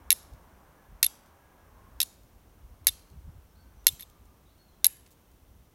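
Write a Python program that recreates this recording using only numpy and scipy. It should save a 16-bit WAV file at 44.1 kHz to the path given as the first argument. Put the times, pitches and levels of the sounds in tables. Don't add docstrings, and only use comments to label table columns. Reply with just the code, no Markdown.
import sys
import numpy as np
from scipy import signal
from scipy.fft import rfft, irfft
from scipy.io import wavfile
from scipy.ndimage import uniform_filter1d

SR = 44100
rng = np.random.default_rng(int(sys.argv[2]) if len(sys.argv) > 2 else 0)


def wav_record(signal):
    frames = np.transpose(np.atleast_2d(signal))
    bounded = np.clip(frames, -1, 1)
    quanta = np.round(bounded * 32767).astype(np.int16)
    wavfile.write(sys.argv[1], SR, quanta)


N = 253134

# (time [s], level [dB])
DRONE_LEVEL = [(0.0, -61), (1.13, -63.5), (2.0, -62), (2.19, -69), (2.93, -67.5), (3.21, -69.5),
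               (3.93, -69), (5.74, -71)]
# (frequency [Hz], relative level [dB per Hz])
DRONE_COLOUR = [(120, -31.5), (200, -2.5), (445, -4), (555, -2), (992, -1), (1090, -1.5), (1340, -5.5),
                (1650, -7), (1940, -14), (2130, -12.5), (3200, -26), (4160, -58.5), (7040, -120)]
# (frequency [Hz], relative level [dB per Hz])
AIR_COLOUR = [(60, -2.5), (150, 3), (300, -2.5), (600, -9), (1200, -17.5), (2500, -26)]
# (frequency [Hz], relative level [dB per Hz])
HISS_COLOUR = [(1180, -34), (2000, 2), (2400, -1), (2570, 1.5), (3270, 1), (4830, -6), (5840, 0),
               (7710, -8), (9650, -1.5), (10400, -9), (11300, -2), (15100, 1), (15800, -3.5)]
# (start [s], end [s], frequency [Hz], level [dB])
HUMS = [(.12, .7, 1130, -74), (.75, 0.9, 1701, -73), (1.3, 1.697, 1647, -74), (1.65, 1.921, 1076, -67),
        (3.5, 3.748, 1527, -77), (4.0, 4.609, 1193, -77.5)]
# (time [s], level [dB])
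BREEZE = [(0, -57), (.3, -56.5), (.7, -62.5), (1.2, -62.5), (1.6, -63.5), (1.85, -48.5), (2.07, -63.5),
          (2.2, -56.5), (2.55, -61), (2.8, -51), (3.05, -62), (3.5, -60.5), (3.75, -52), (4.0, -62),
          (4.9, -63), (5.25, -63.5), (5.5, -54.5), (5.74, -60)]
# (time [s], peak level [dB], length [s])
BUFFETS = [(0.344, -48.5, 0.042), (0.927, -49.5, .06), (1.03, -54.5, 0.055), (1.68, -67, 0.057),
           (2.639, -52, 0.043), (2.923, -53, 0.072), (3.157, -44.5, 0.087), (3.28, -38.5, 0.051),
           (3.371, -44.5, 0.037), (3.936, -47.5, 0.04), (4.104, -59, 0.054), (4.198, -57, .04),
           (4.283, -57, 0.042), (4.89, -59, 0.031)]
# (start [s], end [s], start pitch [Hz], end pitch [Hz], level [dB])
BIRDS = [(3.468, 3.52, 5340, 5360, -85), (3.55, 3.567, 3950, 4404, -77.5), (3.561, 3.625, 4500, 4430, -76),
         (3.70, 3.846, 6040, 5790, -83.5), (4.451, 4.475, 3650, 3930, -80), (4.47, 4.517, 3250, 4750, -77),
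         (4.578, 4.622, 4290, 4360, -78), (4.676, 4.7, 4210, 4020, -72.5), (4.713, 4.75, 3230, 3350, -82),
         (4.813, 4.84, 3610, 3720, -83)]
# (time [s], level [dB], centre [Hz], length [ms])
LEAVES = [(4.255, -53, 11930, 1.8), (4.578, -61, 5470, 4), (5.062, -52, 3500, 5.6), (5.106, -55, 9080, 3),
          (5.112, -53, 9020, 7.1), (5.121, -54, 9000, 4), (5.127, -57.5, 6200, 3), (5.133, -58, 10000, 3.7),
          (5.315, -62, 6000, 6)]
# (band [Hz], level [dB], time to fall 60 dB [s])
WOOD = [(1200, -76, 0.33), (2380, -75.5, 0.79), (3420, -74.5, 0.53), (4500, -69, 0.64), (6100, -64.5, 0.52),
        (8300, -61, 0.44), (10900, -56, 0.12), (12910, -61.5, 0.35), (15000, -65.5, 0.32)]
# (delay [s], level [dB])
TRUNKS = [(.056, -38), (0.125, -44), (0.231, -48)]
# (time [s], crack level [dB], high ring level [dB], low ring level [dB])
CLICKS = [(0.1045, -4.5, -4, -22), (0.1058, -14, -10.5, -24.5), (0.1085, -22, -16.5, -26),
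          (0.1165, -11.5, -24.5, -27), (0.1207, -16.5, -12.5, -40), (0.1268, -21.5, -4.5, -29.5),
          (1.0288, -5, -9.5, -20), (1.031, -11.5, -12.5, -19), (1.0375, -23, -26.5, -43),
          (1.0428, -12, -15.5, -31), (1.0465, -20, -12, -28.5), (1.053, -29.5, -33.5, -30.5),
          (1.058, -35, -35, -47.5), (1.0628, -26.5, -23.5, -24.5), (1.0645, -25.5, -8.5, -28.5),
          (2.003, -9, -16, -25), (2.010, -24, -37, -28), (2.0137, -24, -27, -23.5),
          (2.0159, -10.5, -19, -34), (2.0270, -23, -32, -32), (2.0298, -20.5, -16, -32.5),
          (2.033, -29, -27, -36), (2.8462, -54, -52.5, -65.5), (2.8694, -6.5, -4, -16),
          (2.8712, -9, -14.5, -24), (2.8797, -14.5, -14, -38), (2.8855, -16, -23, -28.5),
          (2.8885, -27, -23.5, -17.5), (2.8918, -27, -19.5, -24.5), (3.8448, -57, -55, -64.5),
          (3.8678, -3.5, -11.5, -17.5), (3.8689, -8, -1.5, -26), (3.8784, -17.5, -22, -36),
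          (3.8818, -18.5, -13, -29.5), (3.8877, -24.5, -16, -16.5), (3.9963, -37.5, -38, -43),
          (4.0079, -37.5, -29, -55), (4.014, -55, -39, -63), (4.0238, -36, -47, -44),
          (4.030, -62, -33.5, -36.5), (4.8441, -5.5, -9, -15.5), (4.846, -11, -12.5, -28),
          (4.853, -21.5, -27, -32), (4.8548, -14.5, -21.5, -32), (4.859, -22, -27.5, -35),
          (4.8664, -22.5, 0, -40)]
# (start [s], end [s], grinding level before easing [dB],
#           knock of the stone against the crack [dB], usual high ring pitch [Hz])
STROKES = [(0.1, 0.114, -29.5, -15.5, 11200), (1.027, 1.063, -32, -15.5, 11200),
           (1.999, 2.039, -32.5, -21.5, 11250), (2.8685, 2.893, -31.5, -15, 11300),
           (3.8567, 3.889, -32.5, -18.5, 11200), (3.9966, 4.045, -51, -8.5, 11570),
           (4.8397, 4.87, -33.5, -20, 11160)]
# (frequency [Hz], relative level [dB per Hz])
GRIT_COLOUR = [(180, -66.5), (300, -40), (1000, -41), (1650, -18.5), (2780, -8.5), (3760, -0.5), (6750, -7),
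               (7980, -6), (9910, -6.5), (11100, 0.5), (13400, -9.5), (15600, -16.5), (16400, -26.5)]
# (frequency [Hz], level against the crack [dB], time to fall 60 dB [s])
LESSER_RINGS = [(2720, -19.5, 0.021), (4020, -14, 0.026), (4390, -16.5, 0.0027), (5330, -14.5, 0.018),
                (6440, -14, 0.016), (8920, -14, 0.018), (9500, -16, 0.0078), (12960, -6.5, 0.0091)]
# (frequency [Hz], level against the knock [dB], time to fall 60 dB [s])
STONE_RINGS = [(700, -19.5, .008), (980, -14, 0.0058), (1610, -19, 0.0073), (1898, -3.5, 0.016),
               (2180, -6, 0.032)]

AIR_DB, HISS_DB = -64, -71
FLUTTER_DB, FLUTTER_PER_S = 1, 14
CRACK_MS = 1.7
HIGH_MS, HIGH_SPREAD = 6.5, 0.0099
LOW_HZ, LOW_T60_S = 3605, 0.021
KNOCK_LOSS_DB_PER_MS = 0.15
SING_DB, SING_WIDTH_HZ = 1.5, 500
GRIND_EASE = 2
TOP_HZ = 15950


def undb(db):
    return 10 ** (np.asarray(db) / 20)


def unit(x):
    return x / np.sqrt(np.mean(x ** 2))


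def curve(table):
    return np.interp(np.arange(N) / SR, *np.transpose(table))


def coloured(table, size):
    hz, db = np.transpose(table)
    grid = np.maximum(np.fft.rfftfreq(size, 1 / SR), 1)
    gain = undb(np.interp(np.log(grid), np.log(hz), db))
    spectrum = rfft(rng.standard_normal(size))
    return unit(irfft(spectrum * gain, size))


def band(x, lo_hz, hi_hz):
    edges = [lo_hz, min(hi_hz, .45 * SR)]
    return signal.sosfilt(signal.butter(2, edges, "band", fs=SR, output="sos"), x)


def fade(t, t60):
    return np.exp(-np.log(1000) * t / t60)


def walk(rate):
    k = int(SR / rate)
    steps = np.repeat(rng.standard_normal(N // k + 1), k)
    return unit(uniform_filter1d(uniform_filter1d(steps, k), k)[:N])


def add(out, s, sound):
    i = int(s * SR)
    out[i:i + len(sound)] += sound[:N - i]


def burst(noise, ms):
    t = np.arange(len(noise)) / SR
    shape = (1 - np.exp(-t / 0.00035)) * np.exp(-(t / (ms / 1000)) ** 1.1)
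    crack = noise * shape
    return crack * np.sqrt(np.sum(shape ** 2) / np.sum(crack ** 2) / 2)


def background():
    drone = coloured(DRONE_COLOUR, size=N) * undb(curve(DRONE_LEVEL) + 0.97 * walk(6.1))
    air = coloured(AIR_COLOUR, size=N) * undb(AIR_DB + 0.71 * walk(3.6))
    hiss = coloured(HISS_COLOUR, size=N) * undb(HISS_DB)
    return drone + air + hiss


def tones():
    out = np.zeros(N)
    for start, end, hz, db in HUMS:
        count = int((end - start) * SR)
        hum = unit(band(rng.standard_normal(count), hz - 18, hz + 18))
        add(out, start, undb(db) * hum * signal.windows.tukey(count, .4))
    return out


def wind():
    t = np.arange(N) / SR
    thumps = sum(undb(db) * np.exp(-(2 * (t - s) / length) ** 2) for s, db, length in BUFFETS)
    breeze = undb(curve(BREEZE) + FLUTTER_DB * walk(FLUTTER_PER_S))
    gust_db = 20 * np.log10(breeze + thumps)
    low = unit(band(band(rng.standard_normal(N), 36, 92), 34, 92))
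    upper = unit(band(band(rng.standard_normal(N), 96, 170), 88, 200)) * undb(2 * walk(25))
    upper_gain = undb(-18.5 + 1.4 * (gust_db + 49.5))
    return undb(gust_db) * (low + upper_gain * upper)


def birds():
    out = np.zeros(N)
    for start, end, from_hz, to_hz, db in BIRDS:
        count = int((end - start) * SR)
        phase = 2 * np.pi * np.cumsum(np.linspace(from_hz, to_hz, count)) / SR
        whistle = np.sqrt(2) * np.sin(phase) * signal.windows.tukey(count, .6)
        add(out, start, undb(db) * whistle)
    out *= undb(4 * walk(240))
    t = np.arange(SR // 3) / SR
    blur = rng.standard_normal(len(t)) * fade(t, 0.54)
    return out + undb(3) * signal.fftconvolve(out, blur / np.linalg.norm(blur))[:N]


def leaves():
    out = np.zeros(N)
    for s, db, hz, ms in LEAVES:
        grains = rng.standard_normal(1024) * undb(4.5 * rng.standard_normal(1024))
        add(out, s, undb(db) * burst(band(grains, hz / 2.4, hz * 2.65), ms))
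    return out


def wood(grit, high, low):
    t = np.arange(SR) / SR
    swell = 1 - np.exp(-t / 0.0043)
    tail = np.zeros(SR)
    for hz, db, t60 in WOOD:
        scatter = unit(band(rng.standard_normal(SR), hz / 1.6, hz * 1.18))
        tail += undb(db) * fade(t, t60) * swell * scatter
    echoes = np.zeros(SR)
    for delay, db in TRUNKS:
        echoes[int(delay * SR)] = undb(db)
    around = grit * rng.choice([-1, 1], N)
    rings = undb(-4) * high + undb(-11) * low
    scattered = signal.fftconvolve(around + rings, tail)
    answers = signal.fftconvolve(band(around, 1798, 17000), echoes)
    return (scattered + answers)[:N]


def ring(modes, t, apart):
    hz, db, t60 = np.array(modes).T[:, :, None]
    pitch, level, turn = rng.standard_normal((3, *db.shape))
    swing = 2 * np.pi * hz * (1 + 0.02 * pitch) * t + apart * turn
    return np.sum(undb(db + 2.0 * level) * fade(t, t60) * np.sin(swing), axis=0)


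def flint():
    grit, high, low = np.zeros((3, N))
    t = np.arange(2048) / SR
    gripped = (1 - np.exp(-t / 0.000089)) * np.clip(1 - 1000 * t / HIGH_MS, 0, 1) ** 2.9
    low_shape = (1 - np.exp(-t / .0009)) * fade(t, LOW_T60_S)
    for s, crack_db, high_db, low_db in CLICKS:
        turn = 2 * np.pi * rng.random(2)
        start, _, _, body_db, steel_hz = min(STROKES, key=lambda stroke: abs(s - stroke[0]))
        high_hz = steel_hz * (1 + HIGH_SPREAD * rng.standard_normal())
        knock_db = crack_db + body_db - KNOCK_LOSS_DB_PER_MS * 1000 * max(s - start, 0)
        crack = burst(band(coloured(GRIT_COLOUR, size=len(t)), 2400, 22000), CRACK_MS)
        crack += ring(LESSER_RINGS, t, 2.4)
        knock = ring(STONE_RINGS, t, .7)
        add(grit, s, undb(crack_db) * crack + undb(knock_db) * knock)
        add(high, s, undb(high_db) * gripped * np.sin(2 * np.pi * high_hz * t + turn[0]))
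        add(low, s, undb(low_db) * low_shape * np.sin(2 * np.pi * LOW_HZ * t + turn[1]))
    grind = coloured(GRIT_COLOUR, size=N) * undb(3.9 * walk(600))
    click_times = np.array(CLICKS)[:, 0]
    for start, end, grind_db, _, steel_hz in STROKES:
        bite = min(click_times, key=lambda s: abs(s - start))
        i, j = int(bite * SR), int(end * SR)
        ease = np.exp(-GRIND_EASE * np.arange(j - i) / (j - i))
        press = undb(grind_db) * signal.windows.tukey(j - i, .3) * ease
        grit[i:j] += press * grind[i:j]
        singing = unit(band(grind[i:j], steel_hz - SING_WIDTH_HZ / 2, steel_hz + SING_WIDTH_HZ / 2))
        high[i:j] += press * undb(SING_DB) * singing
    return band(grit, 700, 19000), band(high, 7000, 18000), low


def scene():
    strikes = flint()
    surroundings = background() + tones() + wind() + birds() + leaves()
    return (surroundings + wood(*strikes) + sum(strikes))[None]


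def record(dry):
    top_cut = signal.ellip(8, .3, 45, TOP_HZ, fs=SR, output="sos")
    return signal.sosfilt(top_cut, np.clip(dry, -1, 1))


dry = scene()
out = record(dry)
wav_record(out)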